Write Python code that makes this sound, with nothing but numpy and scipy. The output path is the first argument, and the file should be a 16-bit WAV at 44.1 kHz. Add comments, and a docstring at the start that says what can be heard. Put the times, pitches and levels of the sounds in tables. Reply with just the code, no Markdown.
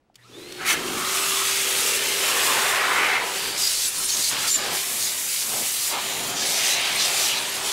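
"""In a garage, a car dryer clicks on: its motor spins up to a steady whine and air rushes from the hose.
The nozzle is swept over a wet engine bay. The jet of air swooshes where it strikes a part, roars and
rumbles in the gaps, hisses along surfaces, makes the hollows ring and whistles on edges.
For a moment the spent air buffets the microphone."""
import sys
import numpy as np
from scipy import signal
from scipy.fft import rfft, irfft, next_fast_len
from scipy.io import wavfile
from scipy.ndimage import map_coordinates

SR = 44100
rng = np.random.default_rng(int(sys.argv[2]) if len(sys.argv) > 2 else 0)


def master(y):
    """Save y as 16-bit WAV."""
    cut = np.clip(np.atleast_2d(y).T, -1, 1)
    pcm = np.round(cut * 32767)  # scale
    wavfile.write(sys.argv[1], SR, pcm.astype(np.int16))


N = 340452
TIME = np.arange(N) / SR


def amp(db):
    """Turn decibels into a gain."""
    return 10 ** (np.asarray(db) / 20)


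def unit(x):
    """Scale to an average (rms) strength of 1."""
    return x / np.sqrt(np.mean(x ** 2) + 1e-20)


def look_up(x, rows):
    """Read a two-column table at x, joining its rows with straight lines."""
    return np.interp(x, *np.transpose(rows))


def wobble(rate):
    """A smooth random curve through `rate` points a second."""
    return map_coordinates(rng.standard_normal(N // 8), [TIME * rate], mode="wrap")


def filtered(x, colour):
    """Filter x by a colour: a function that gives the gain at each frequency."""
    size = next_fast_len(len(x) + SR // 8)
    hz = np.fft.rfftfreq(size, 1 / SR)
    return irfft(rfft(x, size) * colour(hz), size)[:len(x)]


def shape(spectrum):
    """The colour of a (frequency [Hz], level [dB]) table."""
    points_hz, db = np.transpose(spectrum)
    return lambda hz: amp(np.interp(np.log(hz + 1), np.log(points_hz), db))


def hill(centre_hz, low_octaves, high_octaves, slope):
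    """A colour with one broad peak and a width for each side."""
    def colour(hz):
        width = np.where(hz < centre_hz, low_octaves, high_octaves)
        return (1 + (np.log2((hz + 1) / centre_hz) / width) ** 2) ** -slope
    return colour


def swell(start, end, fade_s):
    """The samples a passing sound covers, and its soft fade in and out."""
    span = np.flatnonzero((TIME > start) & (TIME < end))
    edge = np.minimum(TIME[span] - start, end - TIME[span]) / fade_s
    return span, np.sin(np.pi / 2 * np.clip(edge, 0, 1))


def steady(colour):
    """Lasting noise of strength 1."""
    return unit(filtered(rng.standard_normal(N), colour))


def gust(start, end, fade_s, db, colour):
    """A passing rush of noise."""
    out = np.zeros(N)
    span, envelope = swell(start, end, fade_s)
    out[span] = amp(db) * envelope * unit(filtered(rng.standard_normal(len(span)), colour))
    return out


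def reflections(x, depth_db, scatter_hz=8500):
    """Echoes among the parts boost some pitches and cut others, shifting as the nozzle moves."""
    hz, _, spectra = signal.stft(x, SR, nperseg=2048)
    blur = np.outer(np.hanning(10), np.hanning(10))
    pattern = unit(signal.fftconvolve(rng.standard_normal(spectra.shape), blur, "same"))
    flattening = np.sqrt(1 + (hz[:, None] / scatter_hz) ** 4)  # high echoes scatter
    gain = amp(depth_db * pattern / flattening)
    gain /= np.sqrt(np.mean(gain ** 2, axis=1, keepdims=True))
    return signal.istft(spectra * gain, nperseg=2048)[1][:N]


# The garage's background noise: (frequency [Hz], relative level [dB])
GARAGE_COLOUR = [(15, -29.5), (25, -3), (283, -2), (839, -10), (954, -13), (3850, -25), (12000, -37.5),
                 (15600, -67.5), (22000, -120)]

def garage():
    """A faint, low rush fills the room."""
    return amp(-67.5) * steady(shape(GARAGE_COLOUR))


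# The switch and small knocks on the dryer's case:
# (time [s], level [dB], pitch [Hz], width [octaves], time to fade by 60 dB [s])
CLICKS = [(0.099, -51, 743, 0.91, 0.019), (.143, -56, 3500, 1.9, 0.036), (.1555, -38.5, 3650, 2.4, 0.029),
          (0.5229, -24, 3870, 1.95, 0.0137)]

def clicks():
    """Each contact makes a dry snap of noise and one fast-fading ring."""
    out, t = np.zeros(N), np.arange(SR // 8) / SR
    attack = 1 - np.exp(-t / 0.00058)
    for start, db, hz, octaves, decay_s in CLICKS:
        snap = unit(filtered(rng.standard_normal(len(t)), hill(hz, octaves, octaves, slope=3.04)))
        ring = np.sin(2 * np.pi * hz * t) / octaves ** 2  # narrow knocks ring more
        out[round(start * SR):][:len(t)] += amp(db - 60 * t / decay_s) * attack * (snap + ring)
    return out


# How fast the motor turns: (time [s], speed [turns per second])
MOTOR_SPEED = [(.16, 39.07), (.25, 206.3), (.31, 270.7), (.374, 309.3), (.454, 342), (.53, 361.1),
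               (.62, 365), (.87, 377), (.97, 353.5), (1.1, 382), (1.25, 388.7), (2.4, 392.9), (4.6, 387),
               (5.4, 388), (6.2, 389.7), (7.72, 391.5)]
# The whine of its shaft: (time [s], level [dB])
SHAFT_WHINE = [(.16, -89), (.35, -56), (.5, -48), (.7, -45), (.95, -43), (1.2, -40), (2.4, -41.5),
               (3, -46.5), (3.5, -44.5), (3.7, -58.5), (4.2, -52), (4.4, -56), (4.65, -47.5), (5.3, -59),
               (5.8, -56.5), (6.1, -46.5), (7.1, -49), (7.7, -46.5)]
# The case rings, favouring some fan tones: (frequency [Hz], level at full airflow [dB])
CASE_RESONANCES = [(900, -71.5), (1250, -45), (1600, -61), (2050, -54), (2300, -54), (2700, -76),
                   (3200, -60), (3500, -44), (4350, -48), (4700, -68), (5200, -56), (6400, -61),
                   (7000, -74)]
# Air rushing through the case: (frequency [Hz], relative level [dB])
CASE_COLOUR = [(20, -10), (70, -5), (130, -6.5), (400, -1), (800, -12), (1300, -4), (1550, -22),
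               (1850, -10), (2700, -27), (3700, -2), (4500, -11), (6500, -13), (15000, -32)]
MOTOR_ON_S, HUM_HZ, START_HUM_DB = 0.16, 120, 7

def motor():
    """The shaft sings at its turning rate, the fan and sliding contacts at multiples; the coils hum."""
    speed = look_up(TIME, MOTOR_SPEED)
    flow = speed / speed.max() * (TIME > MOTOR_ON_S)
    angle = 2 * np.pi * np.cumsum(speed * (1 + 0.0025 * wobble(30))) / SR
    shaft = amp(look_up(TIME, SHAFT_WHINE) + 1.05 * wobble(19)) * np.sin(angle)
    fan = np.zeros(N)
    for multiple in (6, 12, 22):
        tone_db = look_up(multiple * speed, CASE_RESONANCES) + 2.1 * wobble(60)
        fan += amp(tone_db) * np.sin(multiple * angle)
    hum_db = -62 + START_HUM_DB * (1 - flow) + 2.4 * wobble(7)  # louder until up to speed
    hum = amp(hum_db) * np.sin(2 * np.pi * HUM_HZ * TIME) * np.clip(2 * flow, 0, 1)
    rush = amp(-48) * flow ** 2 * steady(shape(CASE_COLOUR))
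    return np.sqrt(2) * (shaft + flow ** 2 * fan + hum) + rush


# The jet strikes a part: (start [s], end [s], fade [s], level [dB], pitch [Hz])
STRIKES = [(0.642, .768, 0.082, -20.5, 2060), (.967, 2.38, .25, -28.5, 2750),
           (2.149, 2.799, 0.16, -27, 2470), (2.597, 3.287, 0.17, -25.5, 1880),
           (3.55, 3.89, 0.037, -27.5, 4900), (4.069, 4.15, .025, -26, 5830),
           (4.137, 4.31, .015, -25.5, 5940), (4.297, 4.492, 0.037, -28.5, 3285),
           (4.466, 4.512, 0.016, -23, 5700), (4.534, 4.83, 0.017, -31.5, 3800),
           (4.99, 5.12, 0.037, -28, 5200), (5.274, 5.483, 0.058, -31.5, 4640),
           (5.5, 5.904, 0.045, -34.5, 3700), (6.34, 6.795, 0.087, -26.5, 5400),
           (6.52, 7.06, 0.094, -27, 3184), (6.97, 7.11, 0.058, -22.5, 4560),
           (7.077, 7.417, 0.066, -28, 3570), (7.647, 7.85, .049, -28.5, 3500)]

def swoosh(jet_db):
    """Small swirls of air swoosh all along, louder each time the jet strikes a part."""
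    colour = lambda hz: hill(hz, low_octaves=1.57, high_octaves=1.22, slope=2.31)
    rush = amp(jet_db) * steady(colour(hz=2800))
    rush += sum(gust(start, end, fade, db, colour(hz)) for start, end, fade, db, hz in STRIKES)
    flutter_db = 0.34 * wobble(30) + wobble(220)
    return amp(flutter_db) * reflections(rush, depth_db=2.0)


# The jet dives into a gap:
# (start [s], end [s], fade [s], roar level [dB], roar pitch [Hz], rumble level [dB])
GAPS = [(0.575, 0.81, 0.065, -31.5, 1550.0, -48), (0.682, 1.132, 0.13, -35.5, 1420.0, -44.5),
        (1.001, 2.333, 0.16, -43.0, 487, -55.5), (2.089, 3.51, 0.59, -26.5, 1160, -65),
        (3.374, 3.698, 0.14, -39.5, 920, -47.5), (3.957, 4.061, 0.032, -40, 1380.0, -50),
        (4.124, 4.226, 0.026, -38, 1290.0, -47.5), (4.289, 4.508, 0.05, -32.0, 1282, -44.5),
        (4.549, 4.787, 0.061, -31.5, 990.0, -45), (4.871, 5.121, 0.055, -45, 900.0, -49),
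        (5.44, 5.692, 0.16, -34.5, 710.0, -41), (5.884, 6.032, 0.08, -31, 816, -49.5),
        (6.005, 6.576, 0.084, -41, 760.0, -43.5), (6.515, 7.85, 0.085, -38, 881, -49.0)]

def roar(jet_db):
    """Bigger swirls churn in the gaps between the parts and sound lower."""
    colour = lambda hz: hill(hz, low_octaves=1.86, high_octaves=1.34, slope=2.0)
    rush = amp(jet_db - 8.5) * steady(colour(hz=950))
    rush += sum(gust(start, end, fade, db, colour(hz)) for start, end, fade, db, hz, _ in GAPS)
    flutter_db = 0.38 * wobble(30) + 0.59 * wobble(240)
    return amp(flutter_db) * reflections(rush, depth_db=2.5)


# The churned air behind the jet: (frequency [Hz], relative level [dB])
RUMBLE_COLOUR = [(20.0, -20), (70.0, -9), (170.0, 1), (280.0, 0), (600.0, -7), (2000.0, -36)]
# Wind on the microphone: (frequency [Hz], relative level [dB])
BUFFET_COLOUR = [(20, 4), (60, -1), (130, -20), (400, -45)]

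def rumble(jet_db):
    """Churned air rumbles, most of all in the gaps, and for a while hits the microphone."""
    colour = shape(RUMBLE_COLOUR)
    wake = amp(jet_db - 21.5) * steady(colour)
    wake += sum(gust(start, end, fade, db, colour) for start, end, fade, _, _, db in GAPS)
    buffet = gust(start=3.37, end=4.75, fade_s=0.2, db=-59, colour=shape(BUFFET_COLOUR))
    return amp(1.55 * wobble(24)) * (wake + buffet)


# The nozzle's hiss: (frequency [Hz], relative level [dB])
HISS_COLOUR = [(100.0, -38), (1400.0, -23), (2500.0, -12.5), (4000.0, -2), (6000.0, 0.5), (7500.0, 1.5),
               (9500.0, 0), (12000.0, -4), (14000.0, -8), (16000.0, -12)]
# The jet skims a surface: (start [s], end [s], fade [s], level [dB], treble tilt [dB per octave])
SKIMS = [(0.645, 0.761, 0.086, -20.5, 2), (0.86, 2.3, 0.47, -25, 0), (2.077, 2.809, 0.22, -26.0, 1.5),
         (3.569, 3.921, 0.045, -25.5, 0), (3.87, 4.387, 0.111, -27, -1.0), (4.356, 4.611, 0.079, -26.5, -1),
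         (4.7, 5.947, 0.062, -26.5, 4), (6, 6.341, 0.045, -35.5, 8), (6.444, 6.764, 0.068, -29, 0.0),
         (6.998, 7.351, 0.11, -26.5, -1.0), (7.604, 7.849, 0.067, -31, -4)]
BEAM_HZ = 7000  # above this the hiss points along the jet
FULL_JET_DB = -37  # below this the hiss fades faster than the jet

def hiss(jet_db):
    """Air hisses out of the nozzle and flares up on each surface; its treble depends on the aim."""
    colour = shape(HISS_COLOUR)
    weak_jet_db = 0.17 * np.minimum(jet_db - FULL_JET_DB, 0)
    rush = amp(jet_db - 1 + weak_jet_db) * steady(colour)
    for start, end, fade, db, tilt in SKIMS:
        aimed = lambda hz: colour(hz) * amp(tilt * np.log2(np.maximum(hz / BEAM_HZ, 1)))
        rush += gust(start, end, fade, db, aimed)
    flutter_db = 0.88 * wobble(11) + 0.77 * wobble(30) + 0.41 * wobble(400)
    return amp(flutter_db) * reflections(rush, depth_db=2.5)


# The jet's strength as the nozzle is carried about: (time [s], level [dB])
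JET_LEVEL = [(.17, -68), (.26, -59), (.41, -48.5), (.6, -43), (.77, -34), (1.3, -35), (2.61, -30),
             (3.27, -33.5), (3.43, -30), (3.62, -36), (4.52, -37.5), (4.66, -32), (5.25, -37.5),
             (5.85, -37), (5.93, -30.5), (6.36, -33), (6.9, -30.5), (7.6, -31)]

def jet():
    """The four noises of the jet rise and fall with its strength."""
    jet_db = look_up(TIME, JET_LEVEL)
    return swoosh(jet_db) + roar(jet_db) + rumble(jet_db) + hiss(jet_db)


# Air blows across a hollow: (start [s], end [s], pitch [Hz], level [dB])
HOLLOWS = [(.173, 0.245, 1850, -61), (.27, .83, 375, -44.5), (0.703, 1.035, 346, -35),
           (0.906, 1.54, 1220, -32.5), (1.078, 2.7, 2920, -40.5), (1.46, 3.6, 458, -39.5),
           (1.426, 2.022, 1258, -39.5), (2.3, 3.25, 1750, -34), (2.94, 3.224, 2123, -26),
           (3.307, 3.854, 4640, -36), (4.222, 4.3, 4400, -29.5), (4.7, 5.95, 7590, -39.5),
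           (4.6, 5.95, 2240, -47), (5.876, 7.399, 740, -40.5), (5.93, 6.3, 3930, -40),
           (5.963, 6.456, 6980, -38), (6.347, 6.45, 5920, -33.5), (6.551, 7.001, 2880, -36),
           (6.628, 6.76, 6185, -31), (6.733, 7.02, 2290, -34.5), (6.974, 7.03, 4040, -27),
           (7.197, 7.278, 5880, -30), (7.256, 7.348, 2930, -29)]

def hollows():
    """Like a bottle, each hollow picks a narrow band of pitches out of the rushing air."""
    out = np.zeros(N)
    for start, end, centre_hz, db in HOLLOWS:
        half_width_hz = 165 * np.sqrt(centre_hz / 1000)
        band = lambda hz: 1 / (1 + ((hz - centre_hz) / half_width_hz) ** 2)
        out += gust(start, end, 0.21 * (end - start), db, band)
    return out


# The clearest whistles on edges: (start [s], length [s], pitch [Hz], level [dB])
WHISTLES = [(0.679, .07, 6040, -30.5), (3.618, 0.062, 4905, -27), (3.842, .025, 7900, -27),
            (3.876, .02, 10200, -28), (3.981, .02, 9340, -28.5), (4.03, .022, 10000, -28),
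            (4.05, .016, 9280, -25), (4.092, 0.0203, 4430, -26), (4.104, .044, 6460, -25.5),
            (4.185, .04, 6570, -34), (4.285, .022, 10730, -31), (4.48, .026, 4600, -25),
            (4.503, .033, 7200, -24), (4.524, 0.044, 7160, -20.5), (4.56, 0.086, 7100, -35.5),
            (5.021, .06, 6700, -30.5), (6.453, .03, 10170, -34), (6.484, .056, 12100, -37),
            (6.69, 0.098, 3990, -29)]
GLIDE_OCTAVES_PER_S = 0.7

def whistles():
    """An edge in the jet sheds swirls at a shaky pitch that slides up as the nozzle moves."""
    out = np.zeros(N)
    waver, flutter = wobble(900), amp(4.6 * wobble(200))
    for start, length, hz, db in WHISTLES + chirps():
        span, envelope = swell(start, start + length, fade_s=0.091 * length)
        spread_hz = np.interp(db, [-31, -22], [190, 65])  # strong tones are purer
        glide = 2 ** (GLIDE_OCTAVES_PER_S * (TIME[span] - start - length / 2))
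        pitch = hz * glide + spread_hz * waver[span]
        out[span] += amp(db) * envelope * flutter[span] * np.sin(2 * np.pi * np.cumsum(pitch) / SR)
    return out


def chirps(start_s=6.38, end_s=7.7, per_second=22, low_hz=4700, high_hz=11440):
    """Faint chance whistles as the jet crosses clamps and ribs, as rows like those of WHISTLES."""
    slots = np.arange(start_s, end_s, 1 / per_second)
    late, long, high, loud = rng.random((len(slots), 4)).T
    starts = slots + late / per_second
    lengths = 0.023 * (0.5 + long)
    pitches = low_hz * (high_hz / low_hz) ** high
    levels_db = -36.5 + 6 * (loud - 0.5)
    return list(zip(starts, lengths, pitches, levels_db))


def scene():
    """The garage, the dryer and its air, the same in both channels."""
    mono = garage() + clicks() + motor()
    mono += (jet() + hollows() + whistles()) * (TIME > MOTOR_ON_S)
    return np.array([mono, mono])


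def record(dry):
    """Cut off the very highest treble."""
    return np.array([filtered(channel, lambda hz: hz < 15740) for channel in dry])


dry = scene()
out = record(dry)
master(out)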